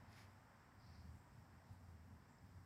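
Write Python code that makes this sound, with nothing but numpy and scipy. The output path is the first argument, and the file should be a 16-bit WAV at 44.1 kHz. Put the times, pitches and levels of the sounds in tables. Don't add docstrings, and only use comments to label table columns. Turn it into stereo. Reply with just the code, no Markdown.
import sys
import numpy as np
from scipy import signal
from scipy.fft import rfft, irfft
from scipy.io import wavfile
from scipy.ndimage import uniform_filter1d

SR = 44100
rng = np.random.default_rng(int(sys.argv[2]) if len(sys.argv) > 2 else 0)


def master(y):
    cut = np.clip(np.atleast_2d(y).T, -1, 1)
    pcm = np.round(cut * 32767)
    wavfile.write(sys.argv[1], SR, pcm.astype(np.int16))


def invert_db(x):
    u = np.asarray(x, float) / 20
    return 10 ** u


N = 116865
T = np.arange(N) / SR
F = np.maximum(np.arange(N // 2 + 1) * SR / N, 1)


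def over_hz(table):
    a = np.array(table, float)
    return np.interp(np.log(F), np.log(a[:, 0]), a[:, 1])


def over_s(table, axis=1):
    a = np.array(table, float)
    return np.interp(T, a[:, 0], a[:, axis])


def unit(x):
    return x / np.sqrt(np.mean(x ** 2))


def walk(rate):
    hold = int(SR / rate)
    steps = np.repeat(rng.standard_normal(N // hold + 1), hold)
    return unit(uniform_filter1d(uniform_filter1d(steps, hold), hold)[:N])


def band(hz, width_hz):
    bell = np.exp(-((F - hz) / width_hz) ** 2 * 2)
    return unit(irfft(rfft(rng.standard_normal(N)) * bell, N))


def road():
    # frequency in Hz, density in dB per Hz (relative).
    rumble_colour = [(25, -41), (40, -16), (55, -5), (68, -5), (88, 0.5), (103, 1.5), (120, 1), (150, -6.5),
                     (175, -8), (200, -5.5), (235, -8.5), (280, -19.5), (400, -47)]
    # time in seconds, noise level in dB rms ahead of the port gains.
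    gusts = [(0.0, -65), (0.72, -71.5), (0.8, -66.5), (1.1, -60), (1.12, -66), (1.15, -59), (1.19, -60),
             (1.21, -70.5), (1.4, -62), (1.48, -70.5), (1.56, -64.5), (1.62, -72.5), (1.73, -58),
             (1.77, -67), (1.94, -61), (1.98, -72), (2.04, -62.5), (2.18, -64), (2.21, -67.5), (2.37, -75),
             (2.47, -60.5), (2.5, -70), (2.56, -63), (2.65, -66)]
    side_db = -8.5
    left_db, right_db = -1.0, -1.5
    noise = rfft(rng.standard_normal((2, N)))
    rumble = irfft(noise * invert_db(over_hz(rumble_colour)), N)
    gust_gain = invert_db(over_s(gusts))
    mid = unit(rumble[0]) * gust_gain + low_rumble()
    side = unit(rumble[1]) * gust_gain * invert_db(side_db)
    return np.array([invert_db(left_db) * (mid + side), invert_db(right_db) * (mid - side)])


def low_rumble():
    # time in seconds, pitch in Hz ahead of waver, level in dB rms ahead of the port gains.
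    low_track = [(0.0, 94.9, -64), (0.21, 91.6, -75.5), (0.26, 88.6, -63), (0.34, 92.8, -83),
                 (0.52, 91.9, -79), (0.66, 77.6, -81.5), (0.86, 81.2, -67), (1.11, 81.4, -60),
                 (1.3, 82, -86), (1.4, 85, -65), (1.45, 84.7, -83), (1.56, 84.9, -68), (1.6, 89.3, -71.5),
                 (1.7, 88.3, -62), (2.18, 87.63, -63), (2.21, 87.1, -75), (2.29, 92.7, -85),
                 (2.39, 94.23, -87), (2.44, 94.7, -57.5), (2.49, 88.6, -66.5), (2.58, 87.05, -58.5),
                 (2.65, 87.7, -69)]
    waver = 0.04043
    hz = over_s(low_track) * (1 + waver * walk(14))
    phase = 2 * np.pi * np.cumsum(hz) / SR
    return np.sqrt(2) * np.sin(phase) * invert_db(over_s(low_track, axis=2))


def scuff():
    # time in seconds, level in dB rms ahead of the port gains.
    scuff_level = [(.04, -95), (.09, -78.5), (.118, -74.5), (.132, -71), (.15, -71), (.185, -65),
                   (.22, -68.5), (.245, -71.5), (.27, -79.5), (.36, -83), (.42, -98)]
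    # frequency in Hz, density in dB per Hz (relative).
    left_colour = [(500, -5), (1000, -16), (1600, -1.5), (2100, 1.5), (2900, -4.5), (3700, -5), (4400, -29),
                   (5800, -39), (6600, -7.5), (7600, -15), (10200, -14.5), (11300, -30), (13500, -16),
                   (15500, -39)]
    right_colour = [(500, -13), (1000, 3), (1600, -7), (2100, 4), (2900, -15), (4000, -7), (5100, 0),
                    (6300, -11.5), (8500, -17.5), (10500, -11), (12500, -18.5), (14500, -19), (15500, -47)]
    # time in seconds, spectrum level in dB ahead of port colour and gain, centre in Hz.
    clear_grit = [(.123, -33, 12000), (.129, -33, 4900), (.162, -40, 9500), (0.186, -38, 9500),
                  (.222, -42, 6000)]
    grit_per_s, mean_excess_db, grit_power_share = 4200, 2.5, 0.58
    alike, left_late_s = 0.36, 0.00005

    chance = rng.random((3, N))
    hit = chance[0] < grit_per_s / SR
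    grit = hit * np.sign(chance[1] - 0.5) * invert_db(-mean_excess_db * np.log(chance[2] + 1e-9))
    rub = np.sqrt(grit_power_share) * unit(grit) + np.sqrt(1 - grit_power_share) * rng.standard_normal(N)
    env = invert_db(over_s(scuff_level)) * (T > scuff_level[0][0]) * (T < scuff_level[-1][0])

    clicks = 0
    for s, db, hz in clear_grit:
        bell = np.exp(-(2 * np.log(F / hz)) ** 2)
        clicks = clicks + invert_db(db) * bell * np.exp(-2j * np.pi * F * s)

    ports = []
    for colour, gain_db, late_s in ((left_colour, 0.4, left_late_s), (right_colour, 3.0, 0)):
        low_cut = np.clip(F / 400, 0, 1) ** 2
        response = invert_db(over_hz(colour)) * low_cut * np.exp(-2j * np.pi * F * late_s)
        here = np.sqrt(alike) * rub + np.sqrt(1 - alike) * rng.standard_normal(N)
        friction = env * unit(irfft(rfft(here) * response, N))
        ports.append(invert_db(gain_db) * (friction + irfft(clicks * response, N)))
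    return np.array(ports)


def buzzes():
    # start in seconds, length in seconds, centre in Hz, width in Hz,
    # right level in dB rms ahead of swell and flutter, left minus right in dB.
    buzz_rows = [(0.788, 0.059, 4900, 402, -77, -18), (0.78, .36, 4880, 1400, -72, -16.5),
                 (1.024, 0.46, 7750, 1274, -86, -8), (1.634, .22, 4160, 1802, -82.5, -9),
                 (2.271, .17, 7600, 1090, -82, -9)]
    rise_share, flutter_db = 0.27, 1.0
    out = np.zeros((2, N))
    for s, length_s, hz, width_hz, db, left_db in buzz_rows:
        u = np.clip((T - s) / length_s, 0, 1)
        swell = np.sin(np.pi / 2 * np.minimum(u / rise_share, (1 - u) / (1 - rise_share)))
        hiss = np.array([invert_db(left_db) * band(hz, width_hz), band(hz, width_hz)])
        out = out + swell * hiss * invert_db(db + flutter_db * walk(50))
    return out


def ticks():
    # start in seconds, pitch in Hz, right amplitude in dB ahead of onset and decay, t60 in seconds.
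    tick_rows = [(2.385, 5270, -56, 0.0095)]
    left_db, onset_s = -18, 0.0013
    out = np.zeros((2, N))
    for s, hz, db, t60_s in tick_rows:
        u = np.maximum(T - s, 0)
        decay = np.exp(-np.log(1000) * u / t60_s)
        ring = np.sin(2 * np.pi * hz * u) * decay * np.minimum(u / onset_s, 1)
        out = out + invert_db(db + np.array([[left_db], [0]])) * ring
    return out


def wash():
    # frequency in Hz, density in dB per Hz (relative).
    wash_colour = [(20,-49), (33,-25.5), (45,-9), (75,-8), (129,-6), (169,-7.5), (209,-9), (260,-8.5),
                   (330,-15), (432,-17.5), (581,-17.5), (900,-13), (1150,-16.5), (1400,-18), (1850,-19.5),
                   (2300,-26), (2900,-32), (4200,-36), (4750,-31), (5400,-28.5), (6100,-37), (6800,-38.5),
                   (7400,-32.5), (8000,-33.5), (8850,-36), (9150,-54), (10500,-46.5), (13000,-39.5),
                   (15500,-45)]
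    # time in seconds, then swell in dB of bass, of middle, of treble.
    wash_swell = [(0, 0.71, 2.6, 0.27), (.3, 0.52, 1.6, 0.41), (.6, -1.4, 1.1, 0.25),
                  (.9, -0.12, 0.55, 0.32), (1.2, -0.12, 0.049, 0.23), (1.45, 0.44, 0.24, 0.14),
                  (1.7, -0.077, 0.26, 0.24), (2.0, .6, -2, -.3), (2.15, 2.1, -0.67, -0.43),
                  (2.3, 0.64, -.5, 0.34), (2.65, 0.12, -1.7, 0.34)]
    # frequency in Hz, left minus right in dB.
    port_balance = [(60, 3.5), (200, 2.5), (450, 3.5), (700, 3.5), (950, -5), (1250, 1.5), (1700, -8),
                    (2200, -4.5), (3000, -3.5), (4000, -4), (5100, -19), (6300, -3.5), (7800, -10.5),
                    (9200, -3), (15000, -0.5)]
    # frequency in Hz, power share common to both ports (0-1).
    port_alike = [(60, 0.97), (200, .85), (350, 0.69), (550, .5), (850, .4), (1250, .65), (1750, 0.2),
                  (2500, 0.066)]
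    # frequency in Hz, left phase lead in radians.
    port_phase = [(60, 0.038), (340, 0.22), (600, 1.3), (1150, 2.47), (1900, 4.1)]
    mean_db, flicker_db = -69, 0.8

    shared, left_own, right_own = rfft(rng.standard_normal((3, N)))
    alike = np.clip(over_hz(port_alike), 0, 1)
    lead = over_hz(port_phase)
    tilt = invert_db(over_hz(port_balance) / 2)
    left = (np.sqrt(alike) * shared * np.exp(1j * lead) + np.sqrt(1 - alike) * left_own) * tilt
    right = (np.sqrt(alike) * shared + np.sqrt(1 - alike) * right_own) / tilt
    mean_gain = np.sqrt(tilt ** 2 + tilt ** -2 + 2 * alike * np.cos(lead)) / 2
    pair = np.array([left, right]) * invert_db(over_hz(wash_colour)) / mean_gain
    scale = invert_db(mean_db) / np.std(irfft(pair.mean(0), N))

    out = 0
    for octave in range(11):
        weight = np.clip(1 - np.abs(np.log2(F / 20) - octave), 0, 1)
        column = 1 if octave < 5 else 2 if octave < 8 else 3
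        swell_db = over_s(wash_swell, axis=column)
        out = out + irfft(pair * weight, N) * invert_db(swell_db + flicker_db * walk(9.8))
    return out * scale


def scene():
    return road() + scuff() + buzzes() + ticks() + wash()


def low_pass(x):
    return signal.sosfilt(signal.butter(12, 15610, fs=SR, output="sos"), x)


def record(dry):
    return low_pass(dry)


dry = scene()
out = record(dry)
master(out)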